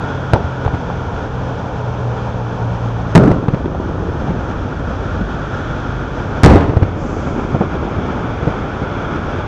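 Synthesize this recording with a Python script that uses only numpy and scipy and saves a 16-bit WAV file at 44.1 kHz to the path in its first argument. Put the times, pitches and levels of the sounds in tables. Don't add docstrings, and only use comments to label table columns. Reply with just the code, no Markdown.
import sys
import numpy as np
from scipy import signal
from scipy.fft import rfft, irfft
from scipy.io import wavfile

SR = 44100
rng = np.random.default_rng(int(sys.argv[2]) if len(sys.argv) > 2 else 0)


def to_wav(sig):
    pcm = np.clip(np.atleast_2d(sig), -1, 1) * 32767
    pcm = np.round(pcm).astype(np.int16)
    wavfile.write(sys.argv[1], SR, pcm.T)


N = 417627

# (time [s], blast level [dB], blast pitch [Hz], crack delay [s], crack level [dB],
#   slap level [dB], rattle level [dB], rattle length [s], far rumble level [dB])
SHELLS = [(0.3334, 7, 105.2, .0012, 8, -15, -13, 0.059, -45),
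          (3.1514, 25.5, 129.3, .0052, 19, 14, -2.5, 0.17, -19),
          (6.4340, 34, 89.6, .007, 18.5, 19.5, 0.5, .19, -17.5)]
# (frequency [Hz], relative density [dB])
RATTLE_SPECTRA = [
    [(24, -25), (40, -4), (101, -7), (339, -13), (427, -7), (506, -11), (909, -9), (1050, -19), (2060, -46),
     (6000, -48), (7800, -85), (13200, -120)],
    [(24, -41), (40, -7.5), (202, 1), (246, -2.5), (288, -3), (329, -9.5), (375, -5.5), (834, -19),
     (1450, -21), (1850, -38), (5870, -54.5), (8000, -65), (10400, -99), (17600, -120)],
    [(18, -44), (30, -17), (76, 4), (199, -6), (303, -5), (349, -12.5), (402, -7.5), (507, -10), (656, -12),
     (1350, -22), (6190, -52), (8000, -60), (10400, -97), (17600, -120)],
]
# (frequency [Hz], relative density [dB])
FAR_HILL_SPECTRUM = [(40, -23.5), (100, -8), (180, -3.5), (300, -3.5), (600, -11.5), (1200, -23),
                     (3000, -60), (6000, -110)]
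# (delay [s], level relative to the shell's slap [dB], pitch [Hz])
SLAPS = [(0.0119, 0, 148), (0.0162, -1, 128), (0.026, 1, 290)]
# (near wall delay [s], second wall delay [s], wall level [dB],
#   wall pitch [Hz], hills level [dB], extra hill delay [s])
RETURNS = [(0.327, 0.4038, -7, 92, -15, 0), (0.3315, 0.3845, 1, 145, -8.5, .019),
           (.3328, .3884, 4.5, 91, 2.5, 0)]
# (delay [s], level relative to the shell's hills [dB], pitch [Hz])
HILLSIDES = [(0.953, -13.5, 260), (1.110, -6.5, 150), (1.1735, -6, 175), (1.549, -14.5, 140),
             (1.993, -12.5, 140), (2.036, -6.5, 135), (2.383, -14.5, 114)]
# (time [s], shock level [dB], pitch [Hz], decay [cycles])
POPS = [(0.3592, -7.5, 920, 1.8), (.442, -11, 86, 0.68), (0.6502, -10.5, 896, 0.23), (0.678, -5, 840, 0.85),
        (.9012, -13, 746, 0.61), (3.2758, 2, 292, 0.95), (3.313, 0, 125, 0.21), (3.3150, -2.5, 533, 0.8),
        (3.6576, -7, 333.6, 0.71), (3.7485, -11, 690, 0.65), (4.2890, -14, 172, 1.5),
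        (4.3066, -12, 290, 0.35), (5.212, -9, 189, 0.74), (6.557, 8.5, 333, .64), (6.694, -2, 86.5, 0.4)]
# (time when nearest [s], tyre level [dB], time to fall by 3 dB [s])
CARS = [(0, -31.5, 0.74), (2.9, -44, 1.5), (5.6, -32.5, 0.5), (9.449, -32.5, 0.9)]
# (centre [Hz], width [Hz], relative level [dB])
TYRE_RESONANCES = [(1420, 300, 7.5), (3390, 480, -11)]
# (frequency [Hz], relative density [dB])
RUMBLE_SPECTRUM = [(12, -37), (20, -12.5), (33, -2.5), (65, 1.5), (91, 5.5), (166, -6), (201, -24),
                   (264, -4.5), (400, -10), (520, -36.5), (880, -120)]
# (frequency [Hz], relative density [dB])
ROAR_BEFORE = [(88, -38.5), (150, -20.5), (172, -1.5), (200, -3), (302, -5), (340, -11), (407, -5.5),
               (443, -3), (584, -6), (629, -8), (923, -7), (1110, -13), (1440, -16), (1900, -41.5),
               (2470, -54.5), (4180, -120)]
ROAR_AFTER = [(88, -29), (150, 1), (200, -4), (252, -2), (336, -6), (478, -6.5), (707, -10), (857, -9),
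              (1080, -13.5), (1200, -11.5), (1400, -12.5), (1900, -27.5), (2470, -50), (4180, -120)]
# (frequency [Hz], relative density [dB])
HISS_BEFORE = [(1000, -29), (1700, 0), (2050, -12), (2320, -5.5), (2770, -10), (3290, -8.5), (3870, -16),
               (4520, -18.5), (6180, -17.5), (7710, -31), (8820, -50), (10000, -44), (13000, -83),
               (22000, -120)]
HISS_AFTER = [(1000, -30), (1700, -3), (1890, -10.5), (2300, -2), (2790, -10.5), (3390, -8), (3840, -18.5),
              (4390, -20.5), (5320, -19.5), (6360, -21), (7540, -32.5), (8620, -44.5), (10000, -52.5),
              (13000, -87), (22000, -120)]
SHAFT_ORDERS = (3, 4, 6, 8, 9)
ORDER_LEVELS = (2, -3, 2, -5, -3)
# (centre [Hz], width [Hz], level [dB])
EXHAUST_RESONANCES = [(51.3, 10, -32.5), (95, 5, -31.5), (116.7, 5.8, -22.5), (131.2, 5, -28),
                      (171.3, 10, -29)]

SKIP_S, SKIP_DB, SKIP_HZ = .006, -10.5, 515
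RUMBLE_DB, ROAR_DB, HISS_DB, CAR_HISS_DB = -26, -25, -42, -14
BUSIER_S, BUSIER_SPAN_S, BUSIER_DB = 6.2, 0.14, 2.14
ENGINE_START_HZ, ENGINE_SLOWING_PER_S = 22.17, .0505
ENGINE_LEAVES_S, ENGINE_FADE_DB_PER_S = 6.7, 3.5
SIZZLE_S, SIZZLE_DB, SIZZLE_RISE_S, SIZZLE_HOLD_S, SIZZLE_FALL_DB_PER_S = 6.93, -47.5, 0.1, 0.29, 32
EDGE_HZ = 16300


def fireworks(crack_hz=640, crack_cycles=0.65, slap_cycles=0.34, rattle_rise_s=0.0033, rattle_drop_power=1.75,
              rumble_rise_s=0.12, rumble_t60_s=9.8, boom_t60_s=9.1):
    out, t = np.zeros(N), np.arange(N) / SR
    for shell, spectrum in zip(SHELLS, RATTLE_SPECTRA):
        s, db, hz, crack_delay_s, crack_db, slap_db, rattle_db, rattle_s, rumble_db = shell
        add(out, s, gain_of(db) * blast(hz, cycles=0.358, lead=0.319))

        crack_s = s + crack_delay_s
        add(out, crack_s, thud(crack_db, crack_hz, crack_cycles, scuff_db=-10))
        add(out, crack_s + SKIP_S, thud(crack_db + SKIP_DB, SKIP_HZ, slap_cycles))
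        for delay_s, relative_db, slap_hz in SLAPS:
            add(out, s + delay_s, thud(slap_db + relative_db, slap_hz, slap_cycles))

        sweep = (1 - np.exp(-t / rattle_rise_s)) * np.exp(-(t / rattle_s) ** rattle_drop_power)
        add(out, s, gain_of(rattle_db) * sweep * scatter(spectrum, per_s=8000))

        roll = gain_of(rumble_db) * (1 - np.exp(-t / rumble_rise_s))
        hill_rumble = gain_of(-60 * t / rumble_t60_s) * scatter(FAR_HILL_SPECTRUM, per_s=400)
        boom = gain_of(-60 * t / boom_t60_s) * low_rumble()
        add(out, s, roll * hill_rumble)
        add(out, s, roll * boom)
    return out


def blast(hz, cycles, lead):
    turns = hz * np.arange(4096) / SR
    wave = turns * np.exp(-turns / cycles) * np.sin(2 * np.pi * (turns + lead))
    return -wave / abs(wave).max()


def thud(db, hz, cycles, scuff_db=-14, scuff_limit_db=-1):
    wave = gain_of(min(db, scuff_limit_db) + scuff_db) * scuff()
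    add(wave, 0, gain_of(db) * blast(hz, cycles, lead=0.083))
    return wave


def scuff(low_hz=260, high_hz=900, top_hz=4500, decay_s=0.0063):
    puff = filtered(rng.standard_normal(SR // 4), low_hz, "high")
    puff = filtered(puff, high_hz, "low")
    puff = evened(filtered(puff, top_hz, "low"))
    return puff * np.exp(-np.arange(len(puff)) / SR / decay_s)


def scatter(spectrum, per_s):
    pulses = rng.standard_normal(N) * (rng.random(N) < per_s / SR)
    coloured = rfft(pulses) * colour(spectrum, np.fft.rfftfreq(N, 1 / SR))
    return evened(irfft(coloured, N))


def low_rumble(split_hz=180):
    return noise(lambda f: colour(RUMBLE_SPECTRUM, f) / np.sqrt(1 + (f / split_hz) ** 4))


def echoes(wall_cycles=0.34, second_wall_db=-1, edge_s=.0035, edge_db=-8, edge_hz=480, edge_cycles=0.61,
           corner_s=0.0078, corner_db=-7, corner_hz=260):
    out = np.zeros(N)
    for (s, *_), (near_s, second_s, wall_db, wall_hz, hills_db, extra_s) in zip(SHELLS, RETURNS):
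        add(out, s + near_s, thud(wall_db, wall_hz, wall_cycles, scuff_db=-13))
        add(out, s + near_s + edge_s, thud(wall_db + edge_db, edge_hz, edge_cycles))
        add(out, s + second_s, thud(wall_db + second_wall_db, wall_hz, wall_cycles, scuff_db=-17))
        add(out, s + second_s + corner_s, thud(wall_db + corner_db, corner_hz, wall_cycles, scuff_db=-8.5))
        for delay_s, relative_db, hz in HILLSIDES:
            add(out, s + delay_s + extra_s, hill_echo(hills_db + relative_db, hz))
    return out


def hill_echo(db, hz, cycles=0.43, smear_db=-4, smear_rise_s=0.0036, smear_decay_s=.012, low_hz=220, high_hz=620):
    t = np.arange(SR // 4) / SR
    puff = filtered(rng.standard_normal(len(t)), low_hz, "high")
    puff = evened(filtered(puff, high_hz, "low", order=3))
    wave = gain_of(smear_db) * puff * (1 - np.exp(-t / smear_rise_s)) * np.exp(-t / smear_decay_s)
    add(wave, 0, filtered(blast(hz, cycles, lead=.065), high_hz, "low"))
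    return gain_of(db) * wave


def pops():
    out = np.zeros(N)
    for s, db, hz, cycles in POPS:
        add(out, s, thud(db, hz, cycles))
    return out


def road(flutter_db=0.77, tyre_top_hz=5000):
    t = np.arange(N) / SR
    car_power = sum(gain_of(db) ** 2 / (1 + ((t - s) / span) ** 2) for s, db, span in CARS)
    cars = np.sqrt(car_power)
    busier = gain_of(BUSIER_DB * (1 + np.tanh((t - BUSIER_S) / BUSIER_SPAN_S)) / 2)

    roar = gain_of(ROAR_DB) * busier * shifting(ROAR_BEFORE, ROAR_AFTER, s=3.41, span=1.0)
    hiss_level = np.hypot(gain_of(HISS_DB) * busier, gain_of(CAR_HISS_DB) * cars)
    hiss = hiss_level * shifting(HISS_BEFORE, HISS_AFTER, s=6.6, span=0.9)
    tyres = noise(lambda f: sum(gain_of(db) / (1 + ((f - hz) / (width / 2)) ** 2)
                                for hz, width, db in TYRE_RESONANCES))
    rush = roar + cars * filtered(tyres, tyre_top_hz, "low") + hiss
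    return gain_of(RUMBLE_DB) * low_rumble() + rush * gain_of(flutter_db * drift(12))


def shifting(early, late, s, span):
    angle = np.pi / 4 * (1 + np.tanh((np.arange(N) / SR - s) / span))
    before = np.cos(angle) * noise(lambda f: colour(early, f))
    after = np.sin(angle) * noise(lambda f: colour(late, f))
    return before + after


def engine(waver=0.0028, throb_db=2.6):
    t = np.arange(N) / SR
    hz = ENGINE_START_HZ * np.exp(-ENGINE_SLOWING_PER_S * t)
    shaft = 2 * np.pi * np.cumsum(hz * (1 + waver * drift(8.5))) / SR
    out = np.zeros(N)
    for k, order_db in zip(SHAFT_ORDERS, ORDER_LEVELS):
        power = sum(gain_of(db) ** 2 / (1 + ((k * hz - centre) / (width / 2)) ** 2)
                    for centre, width, db in EXHAUST_RESONANCES)
        throb = gain_of(order_db + throb_db * drift(6))
        out += np.sqrt(2 * power) * throb * np.sin(k * shaft)
    return out * gain_of(-ENGINE_FADE_DB_PER_S * np.maximum(t - ENGINE_LEAVES_S, 0))


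def sizzle(centre_hz=6000, width_hz=1300):
    t = np.arange(N) / SR - SIZZLE_S
    rise = np.sin(np.pi / 2 * np.clip(t / SIZZLE_RISE_S, 0, 1)) ** 2
    level_db = SIZZLE_DB - SIZZLE_FALL_DB_PER_S * np.maximum(t - SIZZLE_HOLD_S, 0)
    hiss = noise(lambda f: np.exp(-((f - centre_hz) / width_hz) ** 2 / 2) / (1 + (f / 8000) ** 20))
    return rise * gain_of(level_db) * hiss


def gain_of(db):
    return 10 ** (np.asarray(db) / 20)


def evened(x):
    return x / np.sqrt(np.mean(x ** 2) + 1e-20)


def add(mix, s, sound):
    part = mix[round(s * SR):][:len(sound)]
    part += sound[:len(part)]


def filtered(x, hz, kind, order=2):
    sections = signal.butter(order, np.minimum(hz, SR / 2 - 1), kind, fs=SR, output="sos")
    return signal.sosfilt(sections, x)


def noise(shape):
    spectrum = rfft(rng.standard_normal(N)) * shape(np.fft.rfftfreq(N, 1 / SR))
    return evened(irfft(spectrum, N))


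def colour(points, hz):
    f, db = np.transpose(points)
    return gain_of(np.interp(np.log(hz + 1), np.log(f), db))


def drift(hz):
    return noise(lambda f: np.exp(-(f / hz) ** 2))


def scene():
    return (fireworks() + echoes() + pops() + road() + engine() + sizzle())[None]


def record(dry, ceiling=0.93, threshold_db=-12, duck=0.55, hold_fall_db_per_s=10, self_noise_db=-77,
           treble_hz=11800, fizz=0.46, fizz_hz=6600):
    x = dry[0]
    power_db = 10 * np.log10(filtered(np.clip(x, -1, 1) ** 2, 2.3, "low", order=1) + 1e-9)
    fall = np.arange(N) / SR * hold_fall_db_per_s
    held_db = np.maximum.accumulate(power_db + fall) - fall
    over_db = np.maximum(held_db - threshold_db, 0)
    x = x * gain_of(-duck * filtered(over_db, 0.98, "low", order=1))

    flat = np.clip(x, -ceiling, ceiling)
    flat = flat + fizz * filtered(flat - x, [fizz_hz / 2.04, fizz_hz * 1.7], "band", order=3)
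    x = np.clip(filtered(flat, treble_hz, "low"), -1, 1)
    x = x + gain_of(self_noise_db) * rng.standard_normal(N)
    band_limit = signal.firwin(255, EDGE_HZ, window=("kaiser", 8), fs=SR)
    return signal.oaconvolve(x, band_limit, "same")[None]


dry = scene()
out = record(dry)
to_wav(out)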